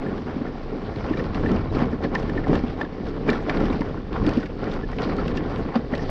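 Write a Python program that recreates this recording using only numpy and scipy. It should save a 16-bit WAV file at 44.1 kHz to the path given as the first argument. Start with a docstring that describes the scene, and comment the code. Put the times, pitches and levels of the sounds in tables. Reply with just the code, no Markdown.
"""Scooter on a gravel track

A scooter rolls slowly over rough gravel, heard from a microphone worn by the rider.
Coloured noise makes the wind and the tyre hiss, and a wavering sine makes the engine's low throb.
Random stone contacts ring the body panels and smaller parts into a hollow rumble and crunch.
Bumps thump the frame, stones knock the floorboard, loose parts clack and squeak: short pushes that ring.
Small stones tick against the underside as quick puffs of noise."""
import sys
import numpy as np
from scipy import signal
from scipy.fft import rfft, irfft
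from scipy.io import wavfile

SR = 44100
rng = np.random.default_rng(int(sys.argv[2]) if len(sys.argv) > 2 else 0)


def generate_wav(sig):
    """Save sig (samples, or channels by samples) to the path in sys.argv[1] as 16-bit PCM at SR."""
    pcm = np.round(np.clip(np.atleast_2d(sig).T, -1, 1) * 32767).astype(np.int16)
    wavfile.write(sys.argv[1], SR, pcm)


def invert_db(x):
    """Field ratio 10**(x/20) for x, a level in decibels (scalar or array-like)."""
    u = np.asarray(x, float) / 20
    return 10 ** u


N = 269004  # length in samples

# colour of the tyre noise: (pitch_hz, relative level_db per Hz)
GRIT_COLOUR = [(1500, 9.5), (2000, -3.5), (2600, 0.5), (3600, -4), (4700, -4), (6000, -11), (9000, -12.5),
               (16000, -22.5)]
# rings of the loose parts: (pitch_hz, relative level_db, time to fall 60 dB t60_s)
LOOSE_PART_RINGS = [(1321, -2.5, 0.058), (1420, -4.5, 0.029), (1697, -3.5, 0.026), (1770, 10, 0.028),
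                    (1923, -5.5, 0.044), (2035, -3, 0.037), (2340, 6.5, 0.027), (2780, 2.5, 0.027),
                    (3600, 2.5, 0.013), (3900, 0, 0.014), (4700, -6, 0.023)]


def rms_one(x):
    """Scale to unit rms, the usual measure of average strength."""
    return x / np.sqrt(np.mean(x ** 2) + 1e-20)


def in_time(rows):
    """Turn the columns of a table into curves over time, with one value a sample."""
    s, *columns = np.transpose(rows)
    return [np.interp(np.arange(N) / SR, s, c) for c in columns]


def drift(rate_hz):
    """Slow chance: noise at every 20th sample, smoothed twice by a one-pole low-pass; rms 1."""
    r = np.exp(-2 * np.pi * rate_hz * 20 / SR)
    noise = rng.standard_normal(N // 20 + 2002)
    slow = signal.lfilter([1], [1, -2 * r, r * r], noise)[2000:]  # skip the filter's start
    return np.interp(np.arange(N) / 20, np.arange(len(slow)), rms_one(slow))


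def ring(clicks, hz, t60_s):
    """A resonance: each unit click starts a dying sine of height 1, down 60 dB after t60_s."""
    r = invert_db(-60 / (t60_s * SR))
    w = 2 * np.pi * hz / SR
    return signal.lfilter([0, np.sin(w)], [1, -2 * r * np.cos(w), r * r], clicks + 1e-18)


def coloured(spectrum, envelope, patchy_db, patch_rate_hz):
    """Third-octave bands of noise under an envelope, each band with its own level and flicker."""
    hz_points, db_points = np.transpose(spectrum)
    octaves = np.log2(hz_points[-1] / hz_points[0])
    edges = hz_points[0] * 2 ** np.arange(0, octaves, 1 / 3)
    white = envelope * rng.standard_normal((2, N)) + 1e-18
    out = 0
    for k, (low, high) in enumerate(zip(edges, edges[1:])):
        band_filter = signal.butter(2, [low, high], "band", fs=SR, output="sos")
        band = signal.sosfilt(band_filter, white[k % 2])  # neighbours use different noise
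        level_db = np.interp(np.log(low * high) / 2, np.log(hz_points), db_points)
        out = out + band * invert_db(level_db + patchy_db * drift(patch_rate_hz))
    return out


def stones_into(modes, per_s, spread_db, clumps, waver_db):
    """Clumped random stone contacts each strike a random share of the wavering rings; rms 1."""
    sizes = invert_db(spread_db * np.minimum(rng.exponential(1, N), 4)) * rng.choice([-1, 1], N)
    contacts = sizes * (rng.random(N) < per_s * clumps / SR)
    out = 0
    for hz, db, t60_s in modes:
        luck = rng.standard_normal(N)
        reached = rng.random(N) < 0.6  # share of contacts that reach this ring
        load = invert_db(waver_db * drift(9.1))  # rings come and go as the load shifts
        out = out + invert_db(db) * ring(contacts * luck * reached * load, hz, t60_s)
    return rms_one(out)


def blows(events, modes, swell_s, rough, off_db_per_octave):
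    """A brief uneven push, then rings shifted to the favoured pitch and weaker away from it."""
    strike_spread_db = 5.5  # how unevenly a blow sets the rings going
    out, size, swell = np.zeros(N + SR), SR // 4, round(swell_s * SR)
    t = np.arange(swell) / SR
    pitches = np.array(modes)[:, 0]
    chances = rng.standard_normal((len(events), 1200))
    for (mid_s, peak_db, favoured_hz), chance in zip(events, chances):
        nearest = np.argmin(np.abs(np.log(pitches / favoured_hz)))
        shift = favoured_hz / pitches[nearest]  # the part's seating moves all its pitches
        body = 0
        for (hz, db, t60_s), luck in zip(modes, chance[::-1]):
            pitch_hz = hz * shift
            push = np.zeros(size)
            push[:swell] = np.hanning(swell) * (np.cos(2 * np.pi * pitch_hz * t) + rough * chance[:swell])
            octaves_off = abs(np.log2(pitch_hz / favoured_hz))
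            strength_db = db + strike_spread_db * luck - off_db_per_octave * octaves_off
            body = body + invert_db(strength_db) * ring(push, pitch_hz, t60_s)
        start = max(round(mid_s * SR) - swell // 2, 0)
        out[start:start + size] += invert_db(peak_db) * body / np.max(np.abs(body))
    return out[:N]


def wind():
    """Wind buffets the microphone: deep noise that follows the gusts, with random buffeting on top."""
    # points on the curve of the gusts: (time_s, level_db before buffeting)
    gusts = [(0.0, -39.5), (0.73, -37.5), (0.78, -43), (0.87, -34), (1.82, -29), (2.07, -39.5), (2.24, -28),
             (2.28, -36), (2.51, -28.5), (3.02, -40.5), (3.06, -29), (3.11, -36.5), (3.67, -29.5),
             (4.13, -38), (4.23, -27.5), (4.48, -44.5), (4.69, -31.5), (5.25, -29.5), (5.47, -35),
             (5.69, -31), (5.71, -42), (6.1, -33.5)]
    # colour of the wind: (pitch_hz, relative level_db per Hz)
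    wind_colour = [(12, 1.5), (18, 9), (30, -3.5), (45, 0), (70, 2.5), (100, -1), (200, -5), (280, -16.5)]
    buffet_db, buffet_rate_hz = -2, 0.91
    level_db = in_time(gusts)[0] + buffet_db * drift(buffet_rate_hz)
    return invert_db(level_db) * rms_one(coloured(wind_colour, 1, 0.97, 33.0))


def engine():
    """The firing rate reaches the rider as a deep throb: a sine whose pitch wavers."""
    # points on the curves of the throb: (time_s, firing rate pitch_hz before wavering, rms level_db)
    throb = [(0.0, 24, -43.5), (0.13, 24.1, -38.5), (0.25, 26.15, -50.5), (0.64, 26.18, -34.5),
             (0.81, 27.14, -42.5), (0.93, 28.4, -44), (1.32, 28.7, -38), (1.58, 22.75, -39),
             (1.72, 21.58, -40.5), (1.87, 29.2, -40), (2.36, 30.36, -35.5), (2.94, 26.94, -42.5),
             (3.62, 27.76, -30.5), (3.94, 31.83, -41), (4.4, 32.58, -39), (4.5, 30.34, -39),
             (4.93, 31.84, -32), (5.1, 30.17, -34.5), (5.38, 29.2, -41), (5.72, 28.1, -45.5),
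             (5.91, 26.1, -40.5), (6.1, 25.9, -31)]
    hz, level_db = in_time(throb)
    phase = 2 * np.pi * np.cumsum(hz * (1 + 0.119 * drift(4.75))) / SR
    return np.sqrt(2) * invert_db(level_db) * np.sin(phase)


def rolling_hiss():
    """The steady tyre hiss that stays between stony patches."""
    return invert_db(-57) * rms_one(coloured(GRIT_COLOUR, 1, 1.0, 25))


def grit(patch):
    """Tyres throw up fine grit: hiss with dying grains in it, more of them on loose patches."""
    # points on the curve of the thrown grit: (time_s, relative level_db)
    spray = [(0.0, -57), (0.07, -49), (0.67, -55), (1.15, -48.5), (1.18, -44.5), (1.3, -54), (1.37, -43.5),
             (1.42, -48), (1.47, -42), (1.69, -56.5), (1.76, -43), (2.01, -61.5), (2.04, -37), (2.1, -59),
             (2.16, -44.5), (2.18, -47), (2.45, -52), (2.55, -41), (2.62, -49.5), (2.79, -53), (2.82, -44),
             (2.86, -58), (3.01, -58), (3.08, -45), (3.13, -59), (3.26, -51), (3.29, -37), (3.38, -49),
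             (3.46, -52), (3.5, -38.5), (3.52, -44.5), (3.65, -43.5), (4.09, -60), (4.16, -50),
             (4.22, -50.5), (4.28, -40), (4.45, -51), (4.46, -42), (4.48, -55), (4.56, -56.5),
             (4.72, -45.5), (4.8, -53), (4.97, -50), (5.02, -41.5), (5.15, -49), (5.19, -47), (5.22, -48),
             (5.27, -44), (5.34, -53), (5.38, -42), (5.41, -55), (5.58, -47), (5.61, -52), (5.73, -54.5),
             (5.76, -41), (5.8, -58), (5.9, -54), (5.93, -47), (6.05, -47), (6.07, -44)]
    grains_per_s, grain_spread_db, grain_t60_s = 320, 4.5, 0.014
    sizes = invert_db(grain_spread_db * np.minimum(rng.exponential(1, N), 4) - 4.0)
    grains = sizes * (rng.random(N) < grains_per_s * invert_db(3.0 * patch) / SR)
    crackle = signal.lfilter([1], [1, -invert_db(-60 / (grain_t60_s * SR))], grains)
    noise = rms_one(coloured(GRIT_COLOUR, invert_db(1.0 * patch) + 0.22 * crackle, 3.3, 19))
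    return invert_db(in_time(spray)[0] - 1.5) * noise


def ticks():
    """A small stone's tick is a puff of noise that builds fast and dies fast; dull ones lose their top."""
    # stones on the underside: (start_s, relative level_db, dullness 0-1, time to fall 60 dB t60_s)
    tick_events = [(0.178, -35, 0.7, 0.016), (0.344, -43, 0.7, 0.016), (0.483, -43, 0.1, 0.013),
                   (0.596, -51, 0.2, 0.012), (0.705, -38, 0.7, 0.019), (0.766, -39, 0.6, 0.017),
                   (0.959, -29, 0.78, 0.021), (1.061, -33, 0.8, 0.016), (1.1316, -30, 0.96, 0.02),
                   (1.1702, -27, 0.8, 0.016), (1.192, -30, 0.6, 0.018), (1.2392, -27, 0.74, 0.021),
                   (1.3452, -22.5, 0.77, 0.018), (1.4606, -30.5, 0.7, 0.02), (1.515, -35.5, 0.1, 0.023),
                   (1.5605, -29, 0.8, 0.031), (1.7484, -28.5, 1, 0.02), (1.788, -37, 0.2, 0.026),
                   (1.855, -34.5, 0.54, 0.016), (2.0382, -30.5, 0.6, 0.037), (2.136, -37, 0.6, 0.015),
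                   (2.15, -16, 0.72, 0.018), (2.228, -32, 0.4, 0.014), (2.294, -30, 0.57, 0.026),
                   (2.373, -33, 0.7, 0.016), (2.4369, -40, 0.5, 0.014), (2.48, -34, 0.25, 0.02),
                   (2.5535, -20, 0.55, 0.014), (2.59, -29, 0.84, 0.017), (2.68, -31, 0.85, 0.022),
                   (2.8132, -27.5, 0.6, 0.016), (3.0666, -34, 0.85, 0.036), (3.094, -36, 0.65, 0.013),
                   (3.2776, -34, 0.35, 0.018), (3.288, -29, 0.56, 0.029), (3.2995, -18, 0.47, 0.023),
                   (3.33, -30, 0.3, 0.019), (3.4037, -29, 0.8, 0.012), (3.4949, -22, 0.72, 0.034),
                   (3.57, -24, 0.82, 0.019), (3.6032, -26, 0.5, 0.014), (3.6542, -29, 0.4, 0.023),
                   (3.702, -41, 0.3, 0.013), (3.7268, -27, 0.76, 0.023), (3.766, -35, 0.5, 0.016),
                   (3.8072, -28, 0.53, 0.022), (4.128, -26.5, 0.78, 0.014), (4.1634, -32, 0.9, 0.02),
                   (4.237, -40, 0.6, 0.016), (4.2634, -20, 0.73, 0.021), (4.291, -27.5, 0.1, 0.021),
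                   (4.31, -31, 0.3, 0.013), (4.335, -37, 0.4, 0.022), (4.368, -36, 0.2, 0.05),
                   (4.4, -40.5, 0.4, 0.027), (4.43, -37, 0.5, 0.03), (4.4575, -21.5, 0.56, 0.0089),
                   (4.64, -34, 0.2, 0.019), (4.714, -34, 0.3, 0.035), (4.7367, -34.5, 0.3, 0.027),
                   (4.916, -32.5, 0.3, 0.015), (4.984, -25, 1, 0.019), (5.018, -20.5, 0.63, 0.013),
                   (5.045, -32, 0.5, 0.024), (5.096, -35, 1, 0.016), (5.165, -34, 0.2, 0.021),
                   (5.259, -34, 0.8, 0.024), (5.2787, -27.5, 0.4, 0.02), (5.353, -32, 0.7, 0.012),
                   (5.3706, -26.5, 0.27, 0.016), (5.4967, -41, 0.2, 0.014), (5.558, -28, 0.79, 0.019),
                   (5.754, -25.5, 0.8, 0.018), (5.9155, -39, 0.5, 0.013), (5.9501, -32.5, 0.27, 0.036),
                   (5.978, -30.5, 0.2, 0.018)]
    # colour of the ticks: (pitch_hz, relative level_db per Hz)
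    tick_colour = [(1500, -5.5), (2600, -4), (4000, -6.5), (5500, -10), (8000, -12.5), (16000, -17)]
    rise_s = 0.0014
    puffs, t = np.zeros((2, N + SR)), np.arange(SR // 10) / SR
    for s, level_db, dullness, t60_s in tick_events:
        share, start = np.clip(dullness, 0, 1), round(s * SR)
        puff = invert_db(level_db - 60 * t / max(t60_s, .003)) * np.minimum(t / rise_s, 1)
        puffs[:, start:start + len(t)] += np.outer([1 - share, share], puff)
    soften = signal.butter(2, 3000, fs=SR, output="sos")  # low-pass at 3000 Hz
    bright = coloured(tick_colour, puffs[0, :N], 2.5, 30)
    muffled = signal.sosfilt(soften, coloured(tick_colour[:4], puffs[1, :N], 1.8, 33))
    return invert_db(13) * bright + invert_db(11.5) * muffled


def squeaks():
    """Loose parts rub for a moment: a longer push gives a held ring."""
    # squeaks: (middle of the push mid_s, peak level_db, favoured pitch_hz)
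    squeak_events = [(1.702, -49, 3880), (3.311, -30, 1427), (3.352, -28, 1420), (3.665, -36.5, 1750),
                     (3.68, -38.5, 1890), (4.835, -35, 1740), (3.972, -39.5, 1510)]
    return blows(squeak_events, LOOSE_PART_RINGS, 0.026, rough=1.4, off_db_per_octave=112)


def clacks():
    """Loose parts clack: a short rough push sets them ringing."""
    # clacks: (middle of the push mid_s, peak level_db, favoured pitch_hz)
    clack_events = [(0.064, -33, 1777), (0.178, -37.5, 1670), (0.366, -52, 1800), (0.468, -34.5, 1770),
                    (1.138, -29, 1773), (1.139, -42, 2780), (1.174, -39.5, 3600), (1.174, -35, 2340),
                    (1.177, -32, 1304), (1.198, -35, 2780), (1.194, -27.5, 1932), (1.202, -35.5, 1840),
                    (1.462, -23.5, 1789), (1.49, -30.5, 1770), (1.51, -32, 1420), (1.568, -34.5, 2780),
                    (1.765, -27.5, 1260), (1.8285, -35.5, 1760), (1.93, -31, 1396), (2.046, -28, 1850),
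                    (2.054, -28, 1636), (2.155, -18, 1785), (2.155, -36, 2040), (2.298, -27.5, 1760),
                    (2.379, -23, 1780), (2.443, -29.5, 1730), (2.447, -37, 1970), (2.5543, -26.5, 1680),
                    (2.813, -38.5, 3500), (2.814, -19.5, 1770), (2.849, -32, 1620), (3.28, -29.5, 1860),
                    (3.292, -15, 1785), (3.332, -21, 1760), (3.386, -42, 1770), (3.4, -41, 1880),
                    (3.497, -19.5, 1760), (3.6047, -24.5, 1420), (3.702, -38, 3900), (3.729, -33, 2340),
                    (3.816, -29, 1950), (4.16, -28, 1363), (4.247, -32.5, 1930), (4.277, -37, 4490),
                    (4.283, -28.5, 1430), (4.319, -31, 1946), (4.292, -36, 2470), (4.43, -29.5, 1500),
                    (4.459, -36, 2227), (4.668, -32, 1970), (4.9312, -30.5, 1940), (4.996, -33.5, 1360),
                    (5.017, -26.5, 1510), (5.096, -28.5, 1976), (5.185, -24, 1420), (5.18, -42, 4360),
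                    (5.19, -38, 2460), (5.375, -33, 2780), (5.3764, -28.5, 1740), (5.722, -36, 1750),
                    (5.757, -34.5, 4700), (5.758, -32.5, 1925), (5.937, -23, 1900), (5.994, -30, 1810)]
    return blows(clack_events, LOOSE_PART_RINGS, 0.010, rough=4, off_db_per_octave=53)


def knocks():
    """Larger stones knock the floorboard: a very short, very rough push sets it ringing."""
    # knocks: (middle of the push mid_s, peak level_db, favoured pitch_hz)
    knock_events = [(1.232, -37, 727), (1.374, -22, 904), (1.438, -24.5, 600), (1.498, -31.5, 560),
                    (1.565, -25, 538), (1.78, -29.5, 723), (2.006, -24.5, 560), (2.058, -20, 550),
                    (2.117, -27, 726), (2.152, -17, 978), (2.47, -20, 747), (2.532, -12.5, 532),
                    (2.639, -25.5, 765), (2.798, -28, 823), (2.812, -17, 560), (3.064, -25.5, 608),
                    (3.173, -28, 597), (3.265, -22, 558), (3.286, -18.5, 775), (3.484, -17, 624),
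                    (3.378, -36, 1110), (3.615, -11, 528), (3.701, -31, 1100), (3.819, -21, 930),
                    (3.945, -24.5, 697), (4.164, -21.5, 1010), (4.218, -24.5, 1070), (4.268, -24, 744),
                    (4.311, -27, 974), (4.356, -28.5, 928), (4.628, -27, 560), (4.771, -25, 780),
                    (4.889, -28, 1065), (4.997, -25.5, 954), (5.689, -21.5, 540), (5.7555, -19, 787),
                    (5.937, -19.5, 560)]
    # rings of the floorboard: (pitch_hz, relative level_db, time to fall 60 dB t60_s)
    floorboard = [(590, -10, 0.032), (555, 6, 0.028), (715, 9, 0.024), (880, 7, 0.022), (1052, 4, 0.032)]
    return blows(knock_events, floorboard, 0.00357, rough=7.2, off_db_per_octave=28)


def thumps():
    """Bumps thump the frame: a short, fairly smooth push sets its low rings going."""
    # thumps: (middle of the push mid_s, peak level_db, favoured pitch_hz)
    thump_events = [(0.017, -27, 194.4), (0.262, -22.5, 243), (0.364, -16.5, 267), (0.417, -20, 258),
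                    (0.766, -26, 211), (1.035, -34, 191), (1.11, -15, 301), (1.385, -23.5, 265),
                    (1.438, -23, 215), (1.515, -12, 302), (1.785, -23.5, 242), (1.822, -13, 300),
                    (1.932, -18.5, 253), (2.055, -22.5, 300), (2.24, -24.5, 240), (2.495, -18.5, 295),
                    (2.567, -16.5, 265), (2.637, -14.5, 243), (3.007, -21, 261), (3.276, -23.5, 209),
                    (3.291, -18.5, 301), (3.316, -16, 252), (3.483, -19, 246), (3.55, -17.5, 300),
                    (3.629, -16, 252), (3.709, -15, 249), (3.808, -15.5, 283.5), (4.273, -12, 290),
                    (4.374, -10, 257), (4.403, -26.5, 265), (4.624, -25.5, 292), (3.765, -20.5, 235),
                    (5.08, -21.5, 253), (5.28, -38, 249), (5.659, -22.5, 268), (5.761, -11, 233.5),
                    (5.797, -29.5, 300), (5.93, -16.5, 252)]
    # rings of the frame: (pitch_hz, relative level_db, time to fall 60 dB t60_s)
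    frame_rings = [(196, 4.5, 0.015), (239.5, 1, 0.096), (265, -3.5, 0.083), (300, -3.5, 0.05),
                   (420, 8.5, 0.04)]
    return blows(thump_events, frame_rings, 0.0062, rough=0.6, off_db_per_octave=34.5)


def crunch(patch):
    """Loose gravel crunches: stone contacts ring smaller parts and stones very briefly."""
    # points on the curve of how much loose gravel the tyres meet: (time_s, level_db)
    gravel = [(0.0, -36.5), (0.24, -40), (0.29, -37.5), (0.59, -42), (1.03, -39), (1.05, -34.5),
              (1.31, -39.5), (1.38, -31.5), (1.41, -43), (1.44, -34), (1.53, -31.5), (1.7, -40),
              (1.78, -32.5), (1.83, -27.5), (1.87, -37), (2.0, -43), (2.05, -31), (2.09, -47.5),
              (2.16, -28), (2.17, -35), (2.44, -38), (2.48, -34), (2.51, -34.5), (2.56, -26), (2.6, -37.5),
              (2.77, -41.5), (2.82, -34.5), (2.85, -41), (3.06, -43), (3.07, -38.5), (3.16, -42.5),
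              (3.18, -34.5), (3.19, -47.5), (3.29, -31.5), (3.36, -35), (3.43, -40), (3.5, -30.5),
              (3.53, -33), (3.6, -31), (4.09, -46), (4.16, -31), (4.21, -39), (4.28, -32), (4.54, -47),
              (4.64, -35), (4.84, -40), (4.86, -47), (4.93, -34.5), (4.94, -45), (4.98, -48), (4.99, -32),
              (5.4, -37), (5.52, -35.5), (5.74, -38.5), (5.76, -25), (5.78, -40), (5.88, -46), (5.93, -31),
              (6.07, -41.5), (6.1, -28.5)]
    # rings of smaller parts and stones: (pitch_hz, relative level_db, time to fall 60 dB t60_s)
    small_parts = [(560, 6, 0.0071), (756, -3.5, 0.021), (813, -4.5, 0.013), (1084, -1, 0.014),
                   (1395, -4.5, 0.013), (1760, -10, 0.012), (1962, -16, 0.022), (2226, -10, 0.0089),
                   (3080, -18, 0.0069), (3900, -28.5, 0.0033), (4700, -18.5, 0.0039)]
    stones = stones_into(small_parts, 1700, 2.02, invert_db(1.7 * patch), waver_db=1.5)
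    return invert_db(in_time(gravel)[0]) * stones


def rumble(patch):
    """The wheels shake the body: stone contacts ring the panels into a hollow rumble."""
    # points on the curve of how hard the wheels shake the body: (time_s, relative level_db)
    shake = [(0.0, -31.5), (0.03, -25), (0.22, -31.5), (0.24, -38), (0.27, -29), (0.46, -28), (0.66, -34.5),
             (0.7, -30.5), (0.95, -31), (1.19, -24), (1.31, -33), (1.39, -23.5), (1.41, -26), (1.53, -20),
             (1.63, -33), (1.82, -23), (1.9, -28.5), (1.93, -24), (1.99, -34.5), (2.05, -23), (2.09, -26),
             (2.48, -26.5), (2.5, -15), (2.56, -20), (2.62, -28.5), (2.65, -28), (2.68, -33.5),
             (2.84, -27.5), (2.85, -33), (3.25, -29), (3.29, -18.5), (3.43, -32.5), (3.5, -18),
             (3.53, -28.5), (3.6, -20), (3.64, -16.5), (3.65, -23.5), (4.03, -33), (4.23, -26), (4.28, -20),
             (4.3, -26), (4.35, -30), (4.38, -23.5), (4.4, -27), (4.54, -33.5), (4.7, -25), (4.94, -35.5),
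             (4.99, -23.5), (5.5, -28.5), (5.61, -25), (5.64, -34), (5.69, -27.5), (5.74, -36.5),
             (5.76, -24), (5.78, -29), (5.79, -28.5), (5.89, -30.5), (5.93, -28.5), (5.96, -28),
             (6.1, -27.5)]
    # rings of the body panels: (pitch_hz, relative level_db, time to fall 60 dB t60_s)
    panels = [(147.7, -10.5, 0.1), (191.5, -3, 0.061), (252, 0, 0.051), (301.7, 2, 0.038), (403, 0, 0.03),
              (443, -1.5, 0.039), (516, -9, 0.033), (528, -13, 0.031), (600, -13, 0.015)]
    clumps = invert_db(0.8 * patch + 1.1 * drift(30))
    return invert_db(in_time(shake)[0] - 2) * stones_into(panels, 1300, 2.03, clumps, waver_db=0.8)


def scene():
    """Add all the layers; patches of loose stones thicken rumble, crunch and grit together."""
    patch = drift(18)
    background = wind() + engine() + rolling_hiss()
    hits = ticks() + squeaks() + clacks() + knocks() + thumps()
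    gravel_track = grit(patch) + crunch(patch) + rumble(patch)
    return (background + hits + gravel_track)[None]  # one channel


def band_limit(x):
    """A steep low-pass at the top of the band."""
    return signal.sosfilt(signal.butter(12, 15500, fs=SR, output="sos"), x)


def record(dry):
    """A shrouded microphone: the treble falls away steeply, with a small port resonance near the top."""
    # response of the microphone: (pitch_hz, level_db)
    microphone = [(12, -27), (22, 1.5), (5200, 0.5), (5900, -4.5), (6500, -10.5), (8000, -17.5),
                  (10000, -27), (11000, -36.5), (12800, -20), (13500, -32), (14300, -33.5), (15500, -38)]
    points_hz, points_db = np.transpose(microphone)
    hz = np.fft.rfftfreq(N, 1 / SR)
    response_db = np.interp(np.log(hz + 1), np.log(points_hz), points_db)
    mix = irfft(rfft(dry) * invert_db(response_db), N)
    return band_limit(mix)


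dry = scene()
out = record(dry)
generate_wav(out)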